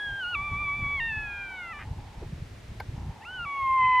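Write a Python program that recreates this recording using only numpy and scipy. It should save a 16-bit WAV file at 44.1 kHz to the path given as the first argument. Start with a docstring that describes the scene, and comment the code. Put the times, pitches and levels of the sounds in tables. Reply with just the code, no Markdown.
"""Open grassland, where a jackal howls twice. Its voice is a nearly pure tone with overtones, shaped
by its throat and mouth, that steps down from one pitch range to the next. A thin whistle crosses
the first howl, which ends in a rasp of slowing pulses. Wind rumbles and thumps on the microphone,
and the camera is scuffed, then knocked once. A soft hiss and whir lie behind it all."""
import sys
import numpy as np
from scipy import signal
from scipy.fft import rfft, irfft
from scipy.io import wavfile
from scipy.ndimage import uniform_filter1d

SR = 44100
rng = np.random.default_rng(int(sys.argv[2]) if len(sys.argv) > 2 else 0)


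def pcm_store(signal):
    """Save signal as 16-bit PCM."""
    levels = np.round(np.clip(np.atleast_2d(signal), -1, 1) * 32767)
    wavfile.write(sys.argv[1], SR, levels.astype(np.int16).T)


N = 176400  # 4 seconds
TOP_HZ = 15300  # upper edge of the sound
PITCH_JITTER = 0.0017  # random wobble, as a share of the pitch


def jackal():
    """Two howls from straight ahead, with a faint echo scattered by the grassland."""
    # The parts of the first howl, each in its own pitch range.
    # Columns: time_s, pitch_hz, base_tone_db, first_overtone_db
    opening = [(0.0, 1670, -34, -41.5), (0.058, 1654, -33.5, -42), (0.116, 1597, -34, -48.5),
               (0.19, 1600, -35, -48), (0.25, 1411, -32.5, -36), (0.31, 1455, -35.5, -40),
               (0.343, 1402, -32.5, -34.5)]
    held_note = [(0.348, 1362, -36, -26.5), (.354, 1182, -32, -29), (0.375, 1153, -40.5, -34.5),
                 (0.397, 1154, -33, -34.5), (0.435, 1156, -40.5, -34.5), (.478, 1167, -35.5, -33),
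                 (.502, 1164, -45, -35), (0.539, 1158, -33, -32.5), (.59, 1163, -42.5, -34),
                 (.622, 1164, -33.5, -34), (0.653, 1158, -44, -34), (.69, 1154, -32.5, -31),
                 (0.779, 1151, -48, -34), (.85, 1147, -38, -30), (.95, 1133, -41.5, -30.5),
                 (.99, 1087, -46, -29.5), (.998, 1028, -38, -31)]
    fall = [(1.003, 922, -47.5, -30), (1.075, 917, -53.5, -32.5), (1.13, 868, -53, -35),
            (1.21, 858, -53, -38), (1.3, 820, -57, -40.5), (1.42, 797, -58.5, -41.5), (1.5, 774, -68, -44),
            (1.58, 740, -58, -43.5), (1.64, 697, -69, -43.5), (1.722, 664, -66, -43.5)]
    groan = [(1.735, 592, -75, -46.5), (1.785, 582, -67, -49.5), (1.801, 605, -69, -52.5),
             (1.831, 616.6, -82, -54), (1.85, 606, -71, -73)]
    # The parts of the second howl, with the same columns.
    lead_in = [(3.205, 835, -56.5, -77), (3.222, 882, -53, -52), (3.245, 1020, -58, -53)]
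    arch = [(3.255, 1327, -49.5, -50), (3.289, 1452, -40, -50), (3.317, 1499, -43, -48),
            (3.349, 1523, -39, -46), (3.379, 1476, -39.5, -46.5), (3.399, 1420, -34.5, -43.5),
            (3.448, 1375, -36, -44)]
    wail = [(3.456, 1138, -40.5, -46), (3.462, 1141, -36.5, -40), (3.56, 1110, -34, -36),
            (3.632, 1077, -27.5, -36), (3.706, 1053, -23, -37), (3.752, 1055, -22, -37),
            (3.828, 1023, -21, -29), (3.924, 1018, -21, -29.5), (3.995, 1006, -21, -25.5)]
    first = howl([opening, held_note, fall, groan], db_per_octave=-2.5, roughness_db=-41)
    second = howl([lead_in, arch, wail], db_per_octave=-3.5, roughness_db=-24)
    voice = np.sqrt(2) * (first + second + whistle()) + rasp()
    echo_db, echo_s = -22, 0.28  # the echo fades by 60 dB in this time
    tail = rng.standard_normal((2, N)) * np.exp(-np.log(1000) * clock() / echo_s)
    tail /= np.sqrt(np.sum(tail ** 2, axis=1, keepdims=True))
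    return voice + gain(echo_db) * signal.fftconvolve(voice[None], tail, axes=1)[:, :N]


def howl(parts, db_per_octave, roughness_db):
    """One tone that jumps between pitch ranges; the throat shapes its overtones and rushing air."""
    # How strongly the throat and mouth pass each frequency. Columns: frequency_hz, gain_db
    throat = [(1150, -2), (1600, -1), (2000, 1), (2400, 2), (2750, -5), (3150, -15.5), (3450, -18.5),
              (3700, -14.5), (4050, -33), (4350, -30), (4800, -50), (7000, -63), (9100, -48), (9700, -53),
              (10200, -41), (11000, -56.5), (13000, -77)]
    rows = np.vstack(parts)
    pitch_hz, base_db, overtone_db = curves(rows, smooth_samples=120)
    t = clock()
    sounding = uniform_filter1d(1. * ((t >= rows[0, 0]) & (t <= rows[-1, 0] + .01)), size=200)
    # The pitch wavers during the held note of the first howl.
    waver_hz, waver_depth, waver_peak_s, waver_spread_s = 6, 0.013, 0.616, 0.35
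    from_peak_s = t - waver_peak_s
    waver = waver_depth * np.cos(2 * np.pi * waver_hz * from_peak_s)
    waver *= np.exp(-(from_peak_s / waver_spread_s) ** 4)
    phase = 2 * np.pi * np.cumsum(pitch_hz * (1 + waver + PITCH_JITTER * wobble(150))) / SR
    source_db = overtone_db - db_at(throat, 2 * pitch_hz)  # level before the throat shapes it
    voice = gain(base_db) * np.sin(phase)
    shimmer_db, air_db, air_swell_db, flutter_db = 1.03, -30.5, 2, 0.2
    for multiple in range(2, 11):
        hz = multiple * pitch_hz
        level_db = source_db + db_at(throat, hz) + db_per_octave * np.log2(multiple / 2)
        level_db += shimmer_db * wobble(30)
        voice += gain(level_db) * np.sin(multiple * phase) * (hz < TOP_HZ)
    # On lower notes, a flickering tone between the first two overtones roughens the voice.
    rough_tone = gain(roughness_db) * wobble(130) * np.sin(2.5 * phase) * (pitch_hz < 1150)
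    air = gain(air_db + air_swell_db * wobble(14)) * shaped_noise(throat)
    voice += gain(overtone_db) * (rough_tone + air)
    return voice * sounding * gain(flutter_db * wobble(400))


def whistle():
    """A thin tone that rises through the falling howl and beats with it."""
    # The path of the whistle. Columns: time_s, pitch_hz, level_db
    path = [(1.12, 1335, -78), (1.19, 1367, -56.5), (1.31, 1401, -49.5), (1.49, 1462, -48.5),
            (1.6, 1500, -47.5), (1.66, 1495, -50), (1.7, 1480, -77)]
    pitch_hz, level_db = curves(path)
    sounding = (clock() > path[0][0]) & (clock() < path[-1][0])
    phase = 2 * np.pi * np.cumsum(pitch_hz * (1 + PITCH_JITTER * wobble(100))) / SR
    return sounding * gain(level_db) * np.sin(phase)


def rasp():
    """The voice breaks into uneven pulses that ring the throat, slow down and die away."""
    # Where the throat rings during the rasp. 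Columns: frequency_hz, width_hz, gain_db
    resonances = [(1267, 74, -2), (1590, 200, -4), (1920, 370, -4), (2650, 120, -23)]
    start_s, length_s, level_db = 1.79, 0.033, -43.5
    pulses_per_s = np.interp(clock(), [start_s, start_s + length_s], [407.6, 131])
    pulse_count = np.floor(np.cumsum(pulses_per_s * np.exp(.45 * wobble(400))) / SR)
    pulses = np.diff(pulse_count, prepend=0) / np.sqrt(pulses_per_s)
    throat = sum(gain(db) * ring(pulses, hz, width) for hz, width, db in resonances)
    throat = signal.sosfilt(signal.butter(4, [1000, 3000], "band", fs=SR, output="sos"), throat)
    return gain(level_db) * normalize(throat) * burst(start_s, length_s, fade_s=0.017)


def wind():
    """A fluttering low rumble, with single swirls of air that thump the microphone."""
    # The rise and fall of the gusts. Columns: time_s, relative_level_db
    gusts = [(0.0, -65), (0.12, -39.5), (0.18, -58.5), (0.34, -52), (0.4, -37.5), (0.46, -52),
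             (0.52, -35.5), (0.68, -46.5), (0.78, -44), (0.83, -34.5), (0.93, -43.5), (1.19, -43),
             (1.61, -58.5), (1.93, -35.5), (1.95, -47), (1.99, -33), (2.14, -52), (2.16, -40.5),
             (2.42, -40.5), (2.49, -50), (2.52, -44), (2.67, -47.5), (2.71, -38.5), (2.86, -43.5),
             (2.88, -37.5), (3.1, -37), (3.12, -47), (3.26, -56.5), (3.45, -43.5), (3.51, -62),
             (3.59, -59.5), (3.63, -47), (3.78, -55), (3.84, -38), (3.97, -54.5), (4.0, -44.5)]
    # The deep tone of the rumble. Columns: frequency_hz, gain_db
    spectrum = [(20, -3.5), (35, -2), (60, 2), (100, -0.5), (140, -6.5), (200, -13.5), (300, -21.5),
                (500, -31), (1000, -50.5), (3000, -94.5)]
    # Swirls that hit the microphone. Columns: peak_time_s, level_db, pitch_hz
    thumps = [(0.536, -30, 110), (0.829, -26.5, 120.8), (1.175, -30, 89.8), (1.914, -24, 94),
              (2.267, -31, 110), (2.332, -24, 124), (2.425, -23.5, 103), (2.721, -32, 101),
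              (2.896, -25.5, 76), (2.942, -25, 105), (2.98, -30, 144), (3.072, -25, 93), (3.094, -27, 125)]
    lift_db, flicker_db, thump_width_cycles = 0.5, 0.5, 0.54
    strength = gain(curves(gusts)[0] + lift_db) * normalize(gain(flicker_db * wobble(35)))
    rumble = strength * stereo_noise(spectrum, side_db=-30.5)
    for (peak_s, level_db, pitch_hz), offset in zip(thumps, rng.random(len(thumps))):
        cycles = (clock() - peak_s) * pitch_hz
        swell = np.exp(-(cycles / thump_width_cycles) ** 2)
        rumble += gain(level_db) * swell * np.sin(2 * np.pi * (cycles + offset))
    return rumble


def camera_bumps():
    """A dull scuff, then a short scraping knock that rings the camera body."""
    # Where the camera body rings. Columns: frequency_hz, width_hz, gain_db
    resonances = [(447, 58, -5), (636, 36, -4.5), (890, 61, 4.5), (1435, 120, -3), (1550, 39, -0.5),
                  (2060, 110, -3.5), (2180, 99, -4.5), (4300, 290, -12), (4730, 250, -15),
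                  (10900, 400, -22), (12200, 200, -25), (14100, 400, -23)]
    scuff_s, scuff_width_s, scuff_db = 2.23, 0.014, -41
    rub = narrow_noise(centre_hz=370, width_hz=260)
    scuff = gain(scuff_db) * rub * np.exp(-((clock() - scuff_s) / scuff_width_s) ** 2)
    knock_db, tick_db = -32.5, -58
    contact = burst(start_s=2.7995, hold_s=0.0064, fade_s=0.0018) * rng.standard_normal(N)
    body = sum(gain(db) * normalize(ring(ring(contact, hz, width), hz, hz / 2))
               for hz, width, db in resonances)
    knock = gain(knock_db) * normalize(body) * np.std(contact)
    return scuff + knock + gain(tick_db) * contact


def hiss():
    """A soft, nearly steady hiss, spread wide between left and right."""
    # The tone of the hiss. Columns: frequency_hz, gain_db
    spectrum = [(200, 0), (500, -3.5), (700, -5.5), (1100, -9.5), (2000, -8.5), (3000, -12.5), (4000, -15),
                (6300, -20.5), (10000, -27), (13000, -33.5), (15000, -34.5)]
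    # The slight drift in its loudness. Columns: time_s, relative_level_db
    levels = [(0, -53.5), (2.1, -55), (2.2, -54), (2.9, -54), (3.2, -55), (4, -54.5)]
    return stereo_noise(spectrum, side_db=-4) * gain(curves(levels)[0])


def whir():
    """A soft, narrow band of noise that pauses between the howls."""
    # The loudness of the whir. Columns: time_s, level_db
    levels = [(0, -52.5), (1, -54.5), (1.6, -53), (2.22, -54.5), (2.33, -71), (2.9, -78), (2.97, -53),
              (4, -52.5)]
    return narrow_noise(centre_hz=851, width_hz=240) * gain(curves(levels)[0])


def gain(db):
    """Turn decibels into a number to multiply by."""
    return 10 ** (np.asarray(db) / 20)


def normalize(x):
    """Scale a signal to an average power of 1."""
    return x / np.sqrt(np.mean(x ** 2))


def clock():
    """The time of every sample, in seconds."""
    return np.arange(N) / SR


def curves(rows, smooth_samples=221):
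    """One smooth curve over time for each table column after the first, which holds the times."""
    times, *columns = np.array(rows, float).T
    return [uniform_filter1d(np.interp(clock(), times, column), smooth_samples) for column in columns]


def db_at(spectrum, hz):
    """Read a spectrum's decibels at the given frequencies."""
    points_hz, points_db = np.array(spectrum, float).T
    return np.interp(np.log(hz + 1e-9), np.log(points_hz), points_db)


def shaped_noise(spectrum):
    """Noise with the given spectrum, falling away steeply below its lowest frequency."""
    hz = np.arange(N // 2 + 1) * SR / N
    low_cut = np.minimum(hz / spectrum[0][0], 1) ** 4
    return normalize(irfft(rfft(rng.standard_normal(N)) * gain(db_at(spectrum, hz)) * low_cut, N))


def stereo_noise(spectrum, side_db):
    """Noise in the middle, widened by a second noise added on the left and subtracted on the right."""
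    return shaped_noise(spectrum) + gain(side_db) * shaped_noise(spectrum) * np.array([[1], [-1]])


def narrow_noise(centre_hz, width_hz):
    """Noise passed twice through the same resonance."""
    return normalize(ring(ring(rng.standard_normal(N), centre_hz, width_hz), centre_hz, width_hz))


def ring(x, hz, width_hz):
    """A resonance: it keeps the part of a signal near one frequency."""
    return signal.lfilter(*signal.iirpeak(hz, hz / width_hz, fs=SR), x)


def wobble(changes_per_s):
    """A smooth random curve that typically strays from zero by about 1."""
    step = max(int(SR / changes_per_s), 1)
    stairs = np.repeat(rng.standard_normal(N // step + 1), step)
    return normalize(uniform_filter1d(uniform_filter1d(stairs, step), step)[:N])


def burst(start_s, hold_s, fade_s):
    """A loudness shape that starts at once, holds and dies away."""
    age_s = clock() - start_s
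    return (age_s > 0) * np.exp(-np.maximum(age_s - hold_s, 0) / fade_s)


def scene():
    """Everything that reaches the microphone, in stereo."""
    return jackal() + wind() + camera_bumps() + hiss() + whir()


def record(dry):
    """A steep filter cuts off the highest treble."""
    return signal.sosfilt(signal.ellip(8, .2, 70, TOP_HZ, fs=SR, output="sos"), dry)


dry = scene()
out = record(dry)
pcm_store(out)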